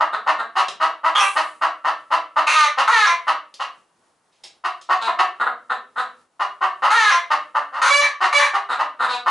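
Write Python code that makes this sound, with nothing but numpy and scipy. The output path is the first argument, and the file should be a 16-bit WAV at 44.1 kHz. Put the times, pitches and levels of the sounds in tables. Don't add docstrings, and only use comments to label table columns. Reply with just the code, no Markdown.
import sys
import numpy as np
from scipy import signal
from scipy.fft import rfft, irfft
from scipy.io import wavfile
from scipy.ndimage import uniform_filter1d

SR = 44100
rng = np.random.default_rng(int(sys.argv[2]) if len(sys.argv) > 2 else 0)


def store_pcm(level_fs):
    pcm = np.round(np.clip(level_fs, -1, 1) * 32767).astype(np.int16)
    wavfile.write(sys.argv[1], SR, np.atleast_2d(pcm).T)


N = 410130
BAND_EDGE_HZ = 11150

# centre_hz, width_hz, gain_db
NASAL_THROAT = [(223.4, 240, -8), (680, 390, -1), (1127, 394, 12.5), (1706, 330, -6), (2486, 570, -17),
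                (3940, 570, -18.5), (7560, 3500, -38.5)]


def gain_of(db):
    return 10 ** (np.asarray(db) / 20)


def unit_rms(x):
    return x / np.sqrt(np.mean(x ** 2) + 1e-20)


def curve_at(points, hz):
    points_hz, values = np.transpose(points)
    return np.interp(np.log(hz + 1), np.log(points_hz + 1), values)


def add(mix, start_s, sound):
    part = mix[max(round(start_s * SR), 0):][:len(sound)]
    part += sound[:len(part)]


def cut(x, hz, kind, order=2):
    return signal.sosfilt(signal.butter(order, hz, kind, fs=SR, output="sos"), x)


def ramp(t, start, length):
    return np.clip((t - start) / max(length, 1e-3), 0, 1)


def wander(t, hz):
    return np.interp((t - t[0]) * hz, np.arange(1024), rng.standard_normal(1024))


def resonate(x, hz, width_hz):
    carrier = np.exp(2j * np.pi * np.cumsum(hz * np.ones(len(x))) / SR)
    pole = np.exp(-np.pi * width_hz * np.sqrt(2) / SR)
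    baseband = signal.lfilter([(1 - pole) ** 2], [1, -2 * pole, pole * pole], x / carrier + 1e-18)
    return 2 * (carrier * baseband).real


def outdoor_air():
    # frequency_hz, relative_density_db
    spectrum = [(60, -23.5), (130, -11), (350, -9), (1100, -6.5), (2500, -19.5), (10000, -22.5)]
    t = np.arange(N) / SR
    colour = gain_of(curve_at(spectrum, np.fft.rfftfreq(N, 1 / SR)))
    mid, side = unit_rms(irfft(rfft(rng.standard_normal((2, N))) * colour, N))
    return gain_of(-65.5 + 2.5 * wander(t, 14)) * np.array([mid + .45 * side, mid - .3 * side])


def syrinx(t, hz, rough, noise):
    cycles = np.cumsum(hz) / SR
    jittered = cycles + .3025 * rough * wander(t, 260)
    orders = np.arange(1, int(BAND_EDGE_HZ / hz.mean()) + 2)[:, None]
    harmonics = np.cos(2 * np.pi * orders * cycles) / (1 + (rough * orders * hz / 1300) ** 2)
    tone = harmonics.sum(0) * np.sqrt(2 / len(orders))
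    tone *= 1 + rough * wander(t, 40) * np.cos(np.pi * cycles)
    pulses = np.cos(2 * np.pi * orders * jittered).sum(0)
    slaps = unit_rms(pulses * np.exp(np.tanh(wander(t, 600)) / 2))
    puffs = unit_rms(np.exp(-2 * (jittered % 1)) * rng.standard_normal(SR)[:len(t)])
    return (1 - rough ** 2) * tone + noise * rough * cut(slaps + .5 * puffs, 630, "high", order=1)


def throat(drive, modes, beak_shift, bright_db):
    voice = 0
    for k, (hz, width_hz, db) in enumerate(modes):
        lift_db = bright_db * np.clip(np.log2(hz / 1200) / 1.6, 0, 1)
        centre_hz = hz * beak_shift if hz < 2200 else hz
        voice += (-1) ** k * gain_of(db + lift_db) * resonate(drive, centre_hz, width_hz)
    return cut(voice, 200, "high", order=3)


def cluck(length_s, db, hz, bright_db):
    # centre_hz, width_hz, gain_db
    full_throat = [(682, 287, 0), (1038.5, 265, 12.5), (1727, 320, -4), (2780, 365, -14),
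                   (4224, 990, -26.5), (6120, 1300, -36.5), (9260, 3500, -44.5)]
    t = np.arange(0, length_s + .012, 1 / SR)
    progress = t / t[-1]
    arch = np.sin(np.pi * progress)
    pitch_hz = hz * (.89 + .17 * arch - .05 * progress + .025 * wander(t, 130))
    drive = syrinx(t, pitch_hz, rough=.58, noise=1)
    modes, beak_shift = (NASAL_THROAT, 1.132) if hz < 258 else (full_throat, 1.1124)
    voice = throat(drive, modes, beak_shift * (.92 + .08 * arch), bright_db + 11 * (arch - .8))
    attack = ramp(t, 0, .0017) * (.16 + .84 * ramp(progress, 0, .25))
    release = ramp(1 - progress, 0, .36)
    return gain_of(db + 3.5) * attack * release * unit_rms(voice)


def feeder(hens, ring_hz=2810, t60_s=.72):
    t = np.arange(SR) / SR
    ring = gain_of(-60 * t / t60_s) * np.sin(2 * np.pi * ring_hz * t)
    return gain_of(-72) * signal.fftconvolve(hens, ring)[:N]


def henhouse(sound):
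    # frequency_hz, t60_s
    room_decay = [(250, 0.54), (660, 0.29), (3000, 0.31), (10000, 0.17)]
    # delay_s, gain
    boards = [(.0023, 0.2), (.0076, 0.11)]
    echoes = np.zeros((2, SR))
    arrivals = np.arange(0, SR, 20) + rng.integers(0, 20, (2, SR // 20))
    np.put_along_axis(echoes, arrivals, rng.choice([-1., 1.], arrivals.shape), 1)
    hz, t, bands = signal.stft(echoes, SR, nperseg=256)
    bands = bands * gain_of(-60 * t / curve_at(room_decay, hz)[:, None])
    spectrum = rfft(signal.istft(bands, SR, nperseg=256)[1][:, :SR])
    colour = np.sqrt(uniform_filter1d(abs(spectrum) ** 2, size=50) + 1e-9)
    tail = irfft(spectrum / colour)[:, :SR // 2]
    tail *= np.minimum(np.arange(SR // 2) / SR / .0009, 1)
    mid, side = tail / np.linalg.norm(tail[0]) * gain_of([[2.5], [-10.5]])
    direct = (.0017, .62)
    for delay_s, gain in [direct] + boards:
        add(mid, delay_s, np.array([gain]))
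    response = np.array([mid + side, mid - side]) / np.linalg.norm(mid)
    return signal.fftconvolve(sound[None], response, axes=1)[:, :N]


def scrape(db, decay_s, hz):
    t = np.arange(SR // 2) / SR
    grit = rng.standard_normal(len(t)) * np.exp(.5 * wander(t, 820) - t / decay_s)
    grit *= np.minimum(2 * t / decay_s, 1)
    scratch = 3.4 * resonate(grit, hz, width_hz=3500)
    knock = 3 * np.exp(-(hz / 6000) ** 2) * resonate(grit, 670, width_hz=700)
    return gain_of(db) * (scratch + knock)


def squawk(length_s, opening_s, ending_s, db, opened_hz, settled_hz, rasp, held_rough,
           beak_open_hz, beak_end_hz, shrill_db, crack_db):
    # centre_hz, width_hz, gain_db
    modes = [(577, 38, -7), (994, 300, -20.5), (1154, 253, 2.5), (2141, 1300, -13), (4180, 880, -19),
             (6170, 830, -22), (9650, 4400, -33)]
    t = np.arange(0, length_s, 1 / SR)
    break_s, sag_hz = length_s - ending_s, opened_hz - settled_hz
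    shift_s = .025
    cleared, broken = ramp(t, opening_s - shift_s, shift_s), ramp(t, break_s, shift_s)
    early, held, late = 1 - cleared, cleared * (1 - broken), cleared * broken

    arch = ramp(t, 0, opening_s) * (1 - ramp(t, opening_s, break_s - opening_s)) ** 1.8
    hz = settled_hz + sag_hz * arch - 1.05 * max(sag_hz, 0) * broken
    rough = (early + .8 * late) * rasp + held * held_rough
    drive = syrinx(t, hz * (1 + .0051 * wander(t, 150)), rough, noise=.62)
    drive -= .33 * (1 - held) * resonate(drive, hz, width_hz=200)

    beak_width_hz = 98
    rasp_width_hz = beak_width_hz + 260 * rasp
    beak = (early * resonate(drive, beak_open_hz, rasp_width_hz)
            + held * resonate(drive, 4 * hz, beak_width_hz)
            + late * resonate(drive, beak_end_hz, rasp_width_hz))
    just_after_break = np.exp(-((t - break_s - .028) / .012) ** 2)
    crack = gain_of(crack_db) * just_after_break * resonate(drive, 5740, width_hz=870)
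    push = np.exp(-t / .044)
    beak_shut = ramp(t, break_s, ending_s) ** 2
    bright_db = shrill_db - 6 * push - 14 * beak_shut
    voice = throat(drive, modes, .94, bright_db) + gain_of(.5 * bright_db - .5) * beak + crack
    voice = cut(voice, 440, "high", order=8)
    swell = np.minimum(t / .004, 1) * np.minimum((t[-1] - t) / .025, 1)
    return gain_of(db + 5.5 * push) * swell * unit_rms(voice)


def grumble(length_s, db, hz):
    t = np.arange(0, length_s, 1 / SR)
    drive = syrinx(t, hz * (1 - .028 * (t / length_s - .5)), rough=.236, noise=1)
    voice = throat(drive, NASAL_THROAT, beak_shift=.93, bright_db=27.2)
    return gain_of(db) * signal.windows.tukey(len(t), .5) * unit_rms(voice)


def scene():
    # start_s, nominal_length_s, relative_level_db, nominal_pitch_hz, brightness_db
    clucks = [(0.0, 0.023, -15.5, 311.5, 8.5), (0.121, 0.027, -24, 213.3, 13),
              (0.261, 0.048, -17, 311.2, 11.5), (0.374, 0.04, -25.5, 220, 11),
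              (.551, 0.062, -17, 377.7, 17.5), (0.797, 0.053, -17.5, 324.7, 14),
              (1.031, 0.06, -18.5, 318.2, 10.5), (1.354, 0.041, -17, 310.7, 16),
              (1.609, 0.041, -17, 316.8, 12.5), (1.839, 0.056, -19, 314.5, 12.5),
              (2.102, 0.055, -18.5, 315, 13), (2.357, 0.045, -16, 309.5, 12),
              (2.769, 0.047, -16.5, 269.7, 17.5), (3.266, 0.037, -17.5, 299.1, 15.5),
              (3.591, 0.039, -26, 271.8, 19.5), (4.635, 0.035, -22.5, 357.7, 15),
              (4.886, 0.053, -17.5, 365.4, 11.5), (5.069, 0.025, -18.5, 337.5, 2),
              (5.183, 0.022, -14, 358.2, 12), (5.392, 0.039, -22, 227, 9.5),
              (5.453, 0.022, -21.5, 240.8, 6), (5.692, 0.034, -23, 245.5, 10.5),
              (5.955, 0.063, -25, 242.8, 15), (6.392, 0.0396, -20.5, 375, 13.5),
              (6.606, 0.0465, -17, 375.6, 8.5), (6.816, 0.057, -16.5, 272.9, 13),
              (7.299, 0.036, -17, 297.5, 14), (7.543, 0.037, -19, 290, 8.5),
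              (7.718, 0.087, -27.5, 281.2, 11), (8.201, 0.066, -17, 370.6, 16),
              (8.53, 0.035, -18.5, 396.8, 13), (8.684, 0.059, -23.5, 244.7, 17.5),
              (8.781, 0.036, -19, 301.6, 9), (8.987, 0.085, -21, 247.8, 15), (9.256, .037, -17, 356, 12.5)]
    # start_s, level_db, decay_s, centre_hz
    scrapes = [(0.681, -21.5, 0.0029, 3000), (1.16, -33.5, 0.1, 9100), (3.538, -35.5, 0.0046, 4340),
               (4.313, -62, 0.044, 3120), (4.433, -35.5, 0.013, 3860), (4.81, -42, 0.011, 4400)]
    # start_s, length_s, opening_s, ending_s, level_db, opened_pitch_hz, settled_pitch_hz,
    # rasp_roughness, held_roughness (both 0-1), beak_open_hz, beak_end_hz, shrillness_db, crack_db
    squawks = [(1.147, 0.13, .06, .1, -16, 423.7, 407, 0.63, .4, 3345, 2650, 5.5, -5),
               (2.464, 0.23, 0.1, 0.068, -14.5, 312, 301.6, 0.64, 0.2, 2640, 1970, 12, -6.5),
               (2.872, 0.27, 0.046, .1, -15, 485.5, 415.6, 0.5, 0.26, 1190, 2105, 9.5, -2.5),
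               (6.9, 0.29, 0.059, 0.098, -15.5, 477.4, 412, 0.56, 0.28, 1340, 1920, 10, -1.5),
               (7.814, 0.27, 0.0925, 0.0833, -13, 569, 579.2, 0.87, 0.13, 1350, 1710, 9, -7),
               (8.324, .16, 0.026, 0.11, -13, 570.6, 578.4, 0.82, 0.13, 2400, 1660, 9, -12)]
    # start_s, length_s, level_db, pitch_hz
    grumbles = [(5.001, 0.087, -23.5, 226.5), (9.076, 0.094, -22.5, 246.3)]
    hens = np.zeros(N)
    for source, events in (cluck, clucks), (squawk, squawks), (grumble, grumbles), (scrape, scrapes):
        for start_s, *settings in events:
            add(hens, start_s, source(*settings))
    return henhouse(hens + feeder(hens)) + outdoor_air()


def record(dry):
    threshold_db, recovery_db_per_s = -12, 230
    loud = dry * gain_of(.5)
    power_db = 10 * np.log10(abs(uniform_filter1d((loud ** 2).mean(0), size=160)) + 1e-12)
    fall_db = np.arange(N) * recovery_db_per_s / SR
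    detector_db = np.maximum.accumulate(power_db + fall_db) - fall_db
    over_db = np.maximum(detector_db - threshold_db, 0)
    held = loud / gain_of(.8 * uniform_filter1d(over_db, size=30))
    low_pass = signal.firwin(301, BAND_EDGE_HZ, window=("kaiser", 8), fs=SR)
    return signal.oaconvolve(held, low_pass[None], "same")


dry = scene()
out = record(dry)
store_pcm(out)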